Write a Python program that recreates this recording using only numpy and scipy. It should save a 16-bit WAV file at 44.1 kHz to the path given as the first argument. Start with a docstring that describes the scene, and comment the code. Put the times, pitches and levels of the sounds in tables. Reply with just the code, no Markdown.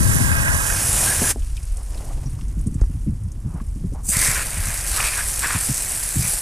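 """A hose nozzle rinses an engine bay outdoors, is shut for nearly three seconds, then opens again close by.
The jet is noise and droplet impacts: it hisses, spatters, drums on panels and rings resonant hollows.
In the pause water trickles and drips off the engine, shaped noise bursts over a faint open-air background.
Wind rumbles, flutters and thumps in both microphone ports of a hand-held camera.
The stereo image soon narrows to mono, except for the sound above about 12 kHz."""
import sys
import numpy as np
from scipy import signal
from scipy.fft import rfft, irfft
from scipy.io import wavfile

SR = 44100
rng = np.random.default_rng(int(sys.argv[2]) if len(sys.argv) > 2 else 0)


def store_pcm(level_fs):
    """Save levels as 16-bit WAV."""
    pcm = np.round(np.clip(level_fs, -1, 1) * 32767).astype(np.int16)
    wavfile.write(sys.argv[1], SR, np.atleast_2d(pcm).T)


N = 282681
TIME = np.arange(N) / SR


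def jet():
    """The valve lets both rinses through."""
    first, second = valve()
    return first * first_rinse() + second * second_rinse()


# the trigger is let go, later eased to a leak, then squeezed fully
SHUT_S, EASED_S, SQUEEZED_S = 1.313, 4.027, 4.086
CLOSING_S, OPENING_S, LEAK_SHARE = 0.0095, 0.002, 0.33  # time constants, largest leak


def valve():
    """Opening 0-1 for each rinse: the first snaps shut; the second leaks more and more, then opens fully."""
    first = 1 - rise(SHUT_S, CLOSING_S)
    leak = LEAK_SHARE * np.clip((TIME - EASED_S) / (SQUEEZED_S - EASED_S), 0, 1)
    second = leak + (1 - leak) * rise(SQUEEZED_S, OPENING_S)
    return first, second


# spray colour down behind the tanks, relative: pitch_hz, level_db (per Hz)
HIDDEN_HISS = [(250, -10), (600, -10), (1500, -13), (3000, -13.5), (4100, -15), (5300, -8), (7000, -5),
               (9400, -0.5), (10700, -2.5), (11800, -10), (13500, -12.5), (15300, -23.5)]
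# loudness of the spray as the nozzle moves nearer or is shielded: time_s, level_db
HIDDEN_SPRAY = [(0, -23.5), (.16, -22), (.4, -25), (.95, -19), (1.06, -17.5), (1.17, -21.5), (1.3, -18.5)]
# the jet sweeps across a hollow behind the tanks:
# centre_s, half_length_s, level_db, hollow_pitch_hz, ring_db (over the panel)
HIDDEN_SWEEPS = [(0.33, 0.099, -31, 1586, -2), (0.378, .05, -39.5, 1325, 1), (0.489, 0.051, -32, 1530, 0.5),
                 (.58, 0.11, -30, 1640, -5), (1.082, .014, -34, 1610, 7), (1.122, 0.018, -32, 1666, 7),
                 (1.285, .037, -30.5, 1700, -10)]
HIDDEN_DRUM_DB, HIDDEN_HOLLOW_WIDTH_HZ = -31.5, 68


def first_rinse():
    """A smooth rinse deep in the bay, drumming harder at each panel and ringing the hollow behind it."""
    spray = hiss(HIDDEN_HISS, drop_rate=6000, spread_db=1.5, mist_db=-0.5, flutter_db=0.67)
    spray = undb(curves(HIDDEN_SPRAY)[0]) * spray
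    steady = undb(HIDDEN_DRUM_DB) * rise(-0.14, 0.13)
    power = steady ** 2
    blows = impacts(2500, 1.5)
    hollows = np.zeros(N)
    for centre_s, half_s, db, hz, ring_db in HIDDEN_SWEEPS:
        power += swell(centre_s, half_s, db) ** 2
        ring = unit(resonate(blows, hz, HIDDEN_HOLLOW_WIDTH_HZ))
        hollows += swell(centre_s, half_s, db + ring_db) * ring
    drum = np.sqrt(power) * drumming(ring_db=7.5, flutter_db=1.64, bubble_db=-10)
    return spray + drum + hollows


# spray colour close by in the open, relative: pitch_hz, level_db (per Hz)
OPEN_HISS = [(250, -14.5), (600, -11.5), (1500, -16.5), (3400, -13.5), (4250, -10), (4650, -7), (7000, -3),
             (8100, 3), (10000, 2.5), (11700, -5), (13500, -9), (15300, -20.5)]
# loudness of the spray as the nozzle moves nearer or is shielded: time_s, level_db
OPEN_SPRAY = [(4.09, -19.5), (4.16, -22), (4.26, -18), (4.44, -28), (4.83, -28), (4.92, -23.5), (5.15, -25),
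              (5.75, -25), (5.95, -23.5), (6.17, -25), (6.32, -19.5), (6.41, -27)]
# colour of the sizzle at the nozzle: pitch_hz, level_db (over the spray)
SIZZLE = [(3000, -5.5), (5000, -12), (6600, -0.5), (8500, -2), (11000, -7.5), (15000, 3)]
# resonances of the nozzle, heard until the water lands: pitch_hz, width_hz, level_db (over its sizzle)
NOZZLE_MODES = [(2550, 200, 2), (4900, 500, 2), (6040, 170, 5), (7200, 400, -1), (8250, 380, 4),
                (9400, 400, 3), (10550, 300, 6), (11900, 250, 5)]
# level of the low treble of the splash: time_s, level_db
SPLASH_LOW_TREBLE = [(4.12, 3), (4.25, 2.5), (4.45, 1), (4.9, 1), (5.06, 5.5), (5.3, -1), (5.5, 1.5),
                     (5.72, -0.5), (5.93, -1.5), (6.25, 0)]
# the jet sweeps across a hollow in the open:
# centre_s, half_length_s, level_db, hollow_pitch_hz, ring_db (over the panels)
OPEN_SWEEPS = [(4.15, 0.034, -24.5, 2110, 11), (4.231, 0.054, -25.5, 2030, 15),
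               (4.293, 0.039, -25.5, 1990, 17), (4.371, 0.063, -27.5, 1580, -8),
               (4.702, 0.057, -37, 2130, 1), (4.956, 0.02, -36, 1600, -1), (5.0, 0.062, -27.5, 1300, -5),
               (5.065, .04, -25.5, 2480, 5), (5.135, 0.028, -31, 2480, 5), (5.191, 0.031, -28, 1670, 3),
               (5.447, 0.023, -23, 1620, -1), (5.527, 0.074, -27.5, 1680, -6),
               (6.251, 0.032, -32.5, 2430, 14)]
LOW_TREBLE_HZ, LOW_TREBLE_WIDTH_HZ, HOLLOW_WIDTH_HZ = 4080, 2600, 310
# the second jet needs a moment to reach the engine
FLIGHT_S, LANDING_S = 0.021, 0.033
# the drumming thins out as the jet is turned down onto the engine block
OPEN_DRUM_DB, DRUM_FADE_DB_PER_S = -34.5, -2.5


def second_rinse():
    """The nozzle sizzles and whistles, then the landing water hisses, drums and rings each hollow it sweeps."""
    landed = rise(SQUEEZED_S + FLIGHT_S, LANDING_S)
    spray = hiss(OPEN_HISS, drop_rate=3000, spread_db=3.0, mist_db=3.0, flutter_db=1.75)
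    spray = spray * undb(curves(OPEN_SPRAY)[0] + 0.28 * walk(15))

    sizzle = colour(spray, SIZZLE)
    whistle = sum(undb(db) * resonate(sizzle, hz, width) for hz, width, db in NOZZLE_MODES)
    at_nozzle = sizzle + whistle

    extra_treble = undb(curves(SPLASH_LOW_TREBLE)[0]) - 1
    splash = spray + extra_treble * resonate(spray, LOW_TREBLE_HZ, LOW_TREBLE_WIDTH_HZ)

    block = drumming(ring_db=-10, flutter_db=1.0, bubble_db=-10.5)
    block = unit(block + 0.35 * resonate(block, 1660, 700))
    drum = undb(OPEN_DRUM_DB + DRUM_FADE_DB_PER_S * (TIME - SQUEEZED_S)) * block
    panels = covers()
    for centre_s, half_s, db, hz, ring_db in OPEN_SWEEPS:
        blows = np.roll(panels, rng.integers(N))  # other drops at each sweep
        ring = undb(ring_db) * resonate(blows, hz, HOLLOW_WIDTH_HZ)
        drum += swell(centre_s, half_s, db) * unit(blows + ring)
    return (1 - landed) * at_nozzle + landed * (splash + drum)


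# as the jet wanders, narrow bands of the splash swell and fade on their own
SHIMMER_SHARE, SHIMMER_PER_S = 0.17, 26


def hiss(points, drop_rate, spread_db, mist_db, flutter_db):
    """Mist and droplets flutter together as the jet breaks into slugs; the splash keeps changing colour."""
    spray = impacts(drop_rate, spread_db) + undb(mist_db) * rng.standard_normal(N)
    spray = spray * undb(flutter_db * walk(420) + 0.45 * walk(55))
    shimmer = np.zeros(N)
    for hz in range(2800, 12000, 420):
        shimmer += walk(SHIMMER_PER_S) * resonate(spray, hz, 380)
    return unit(colour(spray + SHIMMER_SHARE * shimmer, points))


# panels under the jet, relative: pitch_hz, level_db (per Hz)
PANELS = [(150, -7.5), (400, -4.5), (650, 0.5), (850, -1.5), (1100, -2.5), (1700, -1), (2400, 1),
          (3000, -4), (4000, -13.5), (8000, -36)]
# hollows of the engine bay: pitch_hz, width_hz, level_db (over the panels, before ring_db)
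BAY_MODES = [(751, 34, -8), (1010, 25, -11), (1150, 25, -15), (1325, 36, -7), (1618, 146, 0.5),
             (1825, 120, -6.5), (2470, 78, -8)]
# the hollows swell and fade on their own as the jet wanders
HOLLOW_SWING_DB, HOLLOW_SWING_PER_S = 3.5, 13


def drumming(ring_db, flutter_db, bubble_db):
    """Heavier drops beat on wet plastic and sheet metal and ring the hollows between them."""
    air = bubbles(70, 905, 2800, 10.0)
    blows = impacts(2500, 1.7) + rng.standard_normal(N) + undb(bubble_db) * air
    panels = colour(blows * undb(flutter_db * walk(170)), PANELS)
    ring = np.zeros(N)
    for hz, width, db in BAY_MODES:
        gain = undb(db + HOLLOW_SWING_DB * walk(HOLLOW_SWING_PER_S))
        ring += gain * resonate(panels, hz, width)
    return unit(panels + undb(ring_db) * ring)


# thin covers in the open give little below a kilohertz: pitch_hz, level_db
THIN_COVERS = [(300, -1.5), (820, -3.5), (1000, 5), (1750, 3), (2100, -1), (2550, 0.5), (2900, -2.5),
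               (4000, 6)]
COVER_SPREAD_DB = 2.6  # scatter in the size of the drops


def covers():
    """Where the jet meets a cover, separate drops patter on it and trap small bubbles."""
    air = bubbles(160, 998, 2700, 9.8)
    blows = impacts(1500, COVER_SPREAD_DB) + 0.4 * rng.standard_normal(N) + undb(-11.5) * air
    return colour(colour(blows, PANELS), THIN_COVERS)


def bubbles(rate, low_hz, high_hz, cycles):
    """Trapped air rings for a few cycles, each bubble at the pitch of its size; about rate a second per pitch."""
    pitches = np.geomspace(low_hz, high_hz, 10)
    births = impacts(10 * rate, 2.1)
    kind = rng.integers(0, 10, N)
    return unit(sum(resonate(births * (kind == k), hz, hz / cycles) for k, hz in enumerate(pitches)))


# slugs of water that slap a panel: start_s, peak_db, pitch_hz
SLAPS = [(4.998, -16.5, 1300), (5.003, -11.5, 2490), (5.04, -14, 2300), (5.136, -18, 2310),
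         (5.206, -19, 1600), (5.443, -15, 1540), (5.453, -18, 1700), (5.505, -13, 1680), (5.554, -22, 1320)]
SLAP_DECAY_S, SLAP_WIDTH_HZ = 0.0024, 900


def slaps():
    """A whole slug of water lands at once and cracks briefly on the cover."""
    out = np.zeros(N)
    for s, db, hz in SLAPS:
        crack = resonate(burst(SLAP_DECAY_S), hz, SLAP_WIDTH_HZ)
        add(out, s, colour(crack, PANELS), db)
    return out


# stray drops that hit the camera: start_s, peak_db
SPATTER = [(4.259, -7), (4.298, -9), (4.365, -9), (4.742, -12), (4.896, -10.5), (4.917, -11), (4.963, -9),
           (5.086, -9), (5.286, -9), (5.36, -13), (5.393, -8), (5.589, -12), (5.616, -9)]


def spatter():
    """Stray drops tick sharply on the camera and scatter into a little fizz."""
    out = np.zeros(N)
    for s, db in SPATTER:
        tick = burst(0.0002)
        fizz = 0.18 * burst(0.003)
        add(out, s, colour(tick + fizz, OPEN_HISS), db)
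    return out


# water running off the engine: time_s, level_db
RUNOFF = [(1.35, -45), (1.5, -46), (1.85, -46.5), (1.98, -42.5), (2.3, -49), (2.6, -52), (2.95, -53.5),
          (3.3, -56.5), (3.7, -54), (4.02, -54)]
# colour of the run-off, relative: pitch_hz, level_db (per Hz)
RUNOFF_COLOUR = [(600, -6), (1500, -4.5), (2700, -5.5), (3900, -10), (5200, -4), (7000, -2.5), (9000, 2),
                 (10700, -1), (11800, -8), (13500, -13), (15000, -31)]
# soft rustles as the hose is moved: centre_s, half_length_s, level_db, pitch_hz, width_hz
RUSTLES = [(1.79, .054, -50.5, 900, 1200), (1.975, 0.077, -41, 550, 900), (2.058, .025, -40.5, 720, 300),
           (2.104, 0.027, -41.5, 800, 450), (2.182, 0.03, -45, 650, 500), (2.245, .035, -46.5, 850, 900),
           (2.803, 0.013, -48, 1500, 900), (3.507, .048, -51, 1100, 800), (3.572, .03, -44, 1080, 700),
           (3.963, 0.018, -43.5, 800, 350), (3.992, 0.021, -45.5, 1060, 400), (4.055, .014, -50, 1200, 500)]
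# colour of the rubbing hose, relative: pitch_hz, level_db (per Hz)
RUSTLE_COLOUR = [(200, 14.5), (450, 6), (800, 3), (1250, -2), (1600, -8), (2500, -10), (5000, -28)]
RUNOFF_FLICKER_DB, PATTER_SHARE = 1.3, 0.52  # patter relative to the crackle


def pause():
    """With the valve shut, a fine crackle of run-off is left; noise bands swell as the hose rustles."""
    crackle = impacts(1800, 2.0) + 1.7 * rng.standard_normal(N) + 0.27 * bubbles(13, 1660, 9600, 15)
    crackle = unit(crackle * undb(RUNOFF_FLICKER_DB * walk(110))) + PATTER_SHARE * patter()
    runoff = undb(curves(RUNOFF)[0]) * unit(colour(crackle, RUNOFF_COLOUR))

    rubbing = colour(rng.standard_normal(N) * undb(2.4 * walk(97)), RUSTLE_COLOUR)
    rustle = np.zeros(N)
    for centre_s, half_s, db, hz, width in RUSTLES:
        rub = np.roll(rubbing, rng.integers(N))
        rustle += swell(centre_s, half_s, db) * unit(resonate(rub, hz, width))
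    return (1 - sum(valve())) * runoff + rustle


PATTER_PER_S, PATTER_DECAY_S = 22, 0.004  # in each register


def patter():
    """Small drops splash here and there for a few milliseconds, each in its own register."""
    out = np.zeros(N)
    keep = np.exp(-1 / (PATTER_DECAY_S * SR))
    for hz in np.geomspace(2200, 12500, 7):
        splashes = signal.lfilter([1], [1, -keep], np.abs(impacts(PATTER_PER_S, 1)))
        out += splashes * resonate(rng.standard_normal(N), hz, hz / 3)
    return unit(out)


# drops falling off the engine: start_s, peak_db, pitch_hz, width (share of the pitch), decay_s
DRIPS = [(1.371, -33, 8200, .3, .005), (1.421, -37, 3070, .2, .002), (1.568, -29, 3400, 0.91, .004),
         (1.576, -32.5, 2670, .1, .005), (1.633, -35, 8600, .4, .005), (1.687, -39, 8300, .6, .003),
         (1.721, -35, 9900, .3, .004), (1.77, -26.5, 8600, 0.63, 0.0054), (1.841, -38, 9300, .3, .004),
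         (1.976, -34, 3860, .27, .008), (2.258, -37, 5740, .028, .014), (2.302, -35, 9600, .2, .012),
         (2.39, -39, 1150, .25, .002), (2.41, -38, 3000, .7, .007), (2.482, -38, 7000, .32, .007),
         (2.541, -45, 1200, .25, .002), (2.592, -37, 7000, .15, .005), (2.612, -35, 10400, .25, .005),
         (2.669, -27, 8650, .35, .007), (2.743, -31.5, 7850, .35, .006), (2.812, -34, 5470, .47, .007),
         (3.236, -37, 8700, .3, .006), (3.318, -35, 7400, .37, .006), (3.601, -34.5, 1080, .23, .005),
         (3.665, -38, 8700, .23, .005)]


def drips():
    """Each falling drop is a short splash around its own pitch."""
    out = np.zeros(N)
    for s, db, hz, width, decay_s in DRIPS:
        splash = resonate(burst(decay_s), hz, width * hz)
        splash = resonate(splash, hz, 0.93 * hz)
        add(out, s, colour(splash, RUNOFF_COLOUR), db)
    return out


# knocks of the trigger and the handled camera:
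# start_s, knock_peak_db, thud_peak_db, thud_pitch_hz, brightness_db (of the blow, treble), rattle_share
KNOCKS = [(1.218, -11.5, -34, 172, -9, 0.4), (1.360, -17.5, -38, 170, -4, 0.33),
          (2.8157, -18, -5, 42.7, 12, 0.047), (2.838, -29, -14, 40, 24, .1)]
# colour of blow and rattle: pitch_hz, level_db (per Hz)
KNOCK_COLOUR = [(100, 15), (350, 12.5), (700, 4), (1100, -11), (1900, -18), (2800, -42), (8000, -55)]
# a thud follows its knock and starts high, while the contact is stiff
THUD_LAG_S, THUD_STIFF_S, THUD_EXTRA_CYCLES, THUD_RING_S = 0.0021, 0.005, 0.23, 0.024


def knocks():
    """A short blow, a dull after-rattle and a few swings of a low thud that sags in pitch."""
    out, t = np.zeros(N), TIME[:SR // 5]
    for s, knock_db, thud_db, hz, bright_db, rattle in KNOCKS:
        click = 9 * (t == 0)  # a single sample
        blow = colour(click + 0.64 * burst(0.0023), [(400, 0), (1600, bright_db)])
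        add(out, s, colour(blow + rattle * burst(0.021), KNOCK_COLOUR), knock_db)
        cycles = hz * t + THUD_EXTRA_CYCLES * (1 - np.exp(-t / THUD_STIFF_S))
        thud = np.sin(2 * np.pi * cycles) * np.exp(-(t / THUD_RING_S) ** 2)
        add(out, s + THUD_LAG_S, thud, thud_db)
    return out


# wind on the ports: time_s, rumble_db, flutter_db
WIND = [(0, -28.5, -20), (.55, -36, -27.5), (.62, -31, -30), (1.25, -30, -30), (1.4, -22.5, -39.5),
        (1.9, -26.5, -45), (2.15, -24.5, -33.5), (2.9, -27, -34), (4, -26.5, -36), (4.6, -28.5, -34.5),
        (5.2, -28.5, -38.5), (5.9, -34.5, -40.5), (6.41, -35, -42.5)]
# colour of the rumble, relative: pitch_hz, level_db (per Hz)
RUMBLE = [(12, -10), (25, 1), (42, 5), (60, -1), (90, -9), (200, -62.5)]
# colour of the flutter, relative: pitch_hz, level_db (per Hz)
FLUTTER = [(40, -9.5), (75, 1.5), (125, -1), (180, -11), (280, -17.5), (450, -31.5), (900, -63.5)]
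# single eddies that strike the ports, each setting in half a swell early:
# time_s, peak_db, speed (relative), swell_s
EDDIES = [(.004, -14.5, 1.44, 0.0083), (.085, -19, 1.04, 0.0093), (.15, -18, 1.05, 0.01),
          (0.201, -16, 1.3, 0.0067), (0.488, -13.5, 0.52, 0.01), (.535, -13, 0.6, 0.0095),
          (2.182, -20.5, 0.57, 0.015), (2.258, -19, 1.04, .0085), (2.331, -22, 0.7, 0.0079),
          (2.416, -27, 1, 0.011), (2.569, -17, 0.99, .011), (2.664, -12, 1.08, .009),
          (2.72, -22, 1.17, 0.0052), (2.75, -17, 1.02, .0044), (2.895, -21, .8, 0.0052),
          (2.94, -15.5, 0.73, .012), (3.067, -13, 0.88, 0.011), (3.119, -19, 0.83, 0.0091),
          (3.21, -19.5, 0.62, 0.018), (3.263, -21, 0.66, 0.0086), (3.449, -14, 0.94, 0.014),
          (3.54, -19.5, 1.06, 0.0082), (3.61, -22.5, 1.42, 0.006), (3.757, -23, 0.98, .008),
          (3.803, -25.5, 1.02, .006), (3.836, -16.5, 1.1, 0.0096), (3.922, -24.5, 1.4, 0.0046),
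          (4.087, -23.5, 1.46, 0.0089), (4.164, -16.5, 0.85, 0.0062), (4.28, -19, 0.79, 0.015),
          (4.57, -16, 0.63, 0.01), (4.67, -20.5, 0.75, 0.0088), (5.548, -15.5, .8, .01),
          (5.688, -14, .95, .009), (6.163, -11, .9, .016), (6.24, -19.5, .8, .02)]
# colour of an eddy at speed 1, relative: pitch_hz, level_db (per Hz)
EDDY_COLOUR = [(30, -15.5), (80, -1.5), (135, 3.5), (200, -3.5), (300, -14.5), (450, -29), (700, -50),
               (2000, -77)]


def wind():
    """Deep rumble, a faster flutter, and single eddies that swell and thump; faster eddies sound higher."""
    rumble_db, flutter_db = curves(WIND)
    out = undb(rumble_db) * unit(colour(rng.standard_normal(N), RUMBLE))
    gusts = rng.standard_normal(N) * undb(1.87 * walk(35))
    out += undb(flutter_db) * unit(colour(gusts, FLUTTER))
    for s, db, speed, swell_s in EDDIES:
        swirl = burst(swell_s) * TIME[:SR // 5]
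        add(out, s - swell_s / 2, colour(swirl, np.array(EDDY_COLOUR) * [speed, 1]), db)
    return out


# colour of the open air, relative: pitch_hz, level_db (per Hz)
OUTDOORS = [(100, 1.5), (400, -9.5), (1000, -12.5), (2000, -21.5), (5000, -53), (12000, -40)]


def outdoors():
    """Faint open-air background: dull noise whose level drifts slowly."""
    return undb(-53.0 + walk(2.12)) * unit(colour(rng.standard_normal(N), OUTDOORS))


def undb(db):
    """Decibels to gain."""
    return 10 ** (np.asarray(db) / 20)


def unit(x):
    """Scale to rms 1."""
    return x / np.sqrt(np.mean(x ** 2))


def curves(table):
    """Each column of a table as a line through time."""
    s, *columns = np.transpose(table)
    return [np.interp(TIME, s, c) for c in columns]


def walk(rate):
    """Smooth chance with spread 1 that changes about rate times a second."""
    knots = rng.standard_normal(N // 16)
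    return unit(np.interp(TIME * rate, np.arange(len(knots)), knots))


def rise(s, lag_s):
    """From 0 at time s towards 1, with the given time constant."""
    return 1 - np.exp(-np.maximum(TIME - s, 0) / lag_s)


def swell(s, half_s, db):
    """A bell-shaped gain centred on time s."""
    return undb(db) * np.exp(-((TIME - s) / half_s) ** 2)


def colour(x, points):
    """Causal filter from (Hz, dB) points, by way of the cepstrum."""
    size = 8192
    hz, db = np.transpose(points)
    f = np.maximum(np.fft.rfftfreq(size, 1 / SR), 1)
    gain = undb(np.interp(np.log(f), np.log(hz), db))
    cepstrum = irfft(np.log(gain))
    cepstrum[1:size // 2] *= 2  # fold onto positive time: minimum phase
    cepstrum[size // 2 + 1:] = 0
    response = irfft(np.exp(rfft(cepstrum)))
    return signal.fftconvolve(x, response)[:len(x)]


def resonate(x, hz, width):
    """One resonance, gain 1 at its centre."""
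    hz = min(hz, 0.45 * SR)
    b, a = signal.iirpeak(hz, hz / min(width, SR / 4), fs=SR)
    return signal.lfilter(b, a, x)


def impacts(rate, spread_db):
    """Random droplet impacts, many small and a few large; rms 1."""
    out = np.zeros(N)
    hit = np.flatnonzero(rng.random(N) < rate / SR)
    size, sign = rng.random((2, N))[:, hit]
    size_db = spread_db * np.minimum(-np.log(1 - size), 5)
    out[hit] = undb(size_db) * np.sign(sign - 0.5)
    return unit(out)


def burst(decay_s):
    """A fifth of a second of noise that dies away."""
    t = TIME[:SR // 5]
    return rng.standard_normal(len(t)) * np.exp(-t / decay_s)


def add(out, s, sound, db):
    """Mix in a sound at time s with the given peak level."""
    i = max(int(s * SR), 0)
    out[i:i + len(sound)] += (undb(db) * sound / np.abs(sound).max())[:N - i]


def scatter(x):
    """The same sound smeared by many small reflections."""
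    tail = burst(0.0076)
    return signal.fftconvolve(x, tail / np.sqrt(np.sum(tail ** 2)))[:N]


# stereo image of the two ports: time_s, width (0-1)
WIDTH = [(0, 1), (.55, 0.97), (.78, 0.41), (1.05, 0.16), (1.4, 0.07), (1.9, 0)]
# the left port resonates and is turned against the right one
PORT_HZ, PORT_WIDTH_HZ, PORT_DB, PORT_SCATTER_DB = 2170, 1800, 2, -4
# above about 12 kHz the sound stays wide and leans right
TOP_BAND_HZ, TOP_BAND_LEAN, TOP_BAND_SPREAD = 12200, 0.41, 0.48


def scene():
    """The left port faces the wind and hears muffled, scattered water; the sides merge, middle register last."""
    water = jet() + slaps() + spatter() + pause() + drips() + knocks() + outdoors()
    buffet = wind()

    port = colour(resonate(water, PORT_HZ, PORT_WIDTH_HZ), [(2500, 0.5), (4000, -7.5), (8000, -8.5)])
    muffling = [(300, 5), (1000, 2.5), (2200, -5), (4000, 0.5), (8000, -23), (15000, -21)]
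    scattered = undb(PORT_SCATTER_DB) * colour(scatter(water), muffling)
    left = -undb(PORT_DB) * port + scattered + undb(7.5) * buffet

    right_colour = [(400, 2.6), (750, 5.9), (1100, 8.9), (1750, 7.7),
                    (2300, 3), (3000, 0.46), (4500, 1.7), (8000, 2.6)]
    right = colour(water, right_colour) + undb(-5.5) * wind()

    apart = np.array([left, right]) - water - buffet  # what each port adds to the mono sum
    middle_band = signal.butter(2, [400, 3000], "band", fs=SR, output="sos")
    middle = signal.sosfiltfilt(middle_band, apart)
    width = np.clip(curves(WIDTH)[0], 0, 1)
    image = width * middle + width ** 2 * (apart - middle)

    highpass = signal.butter(12, TOP_BAND_HZ, "high", fs=SR, output="sos")
    top_band = signal.sosfiltfilt(highpass, water)
    side = TOP_BAND_LEAN * top_band + TOP_BAND_SPREAD * scatter(top_band)
    return water + buffet + np.array([-side, side]) + image


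TOP_HZ = 15200


def record(dry):
    """The camera cuts the top steeply."""
    return signal.sosfilt(signal.ellip(10, 0.2, 80, TOP_HZ, fs=SR, output="sos"), dry)


dry = scene()
out = record(dry)
store_pcm(out)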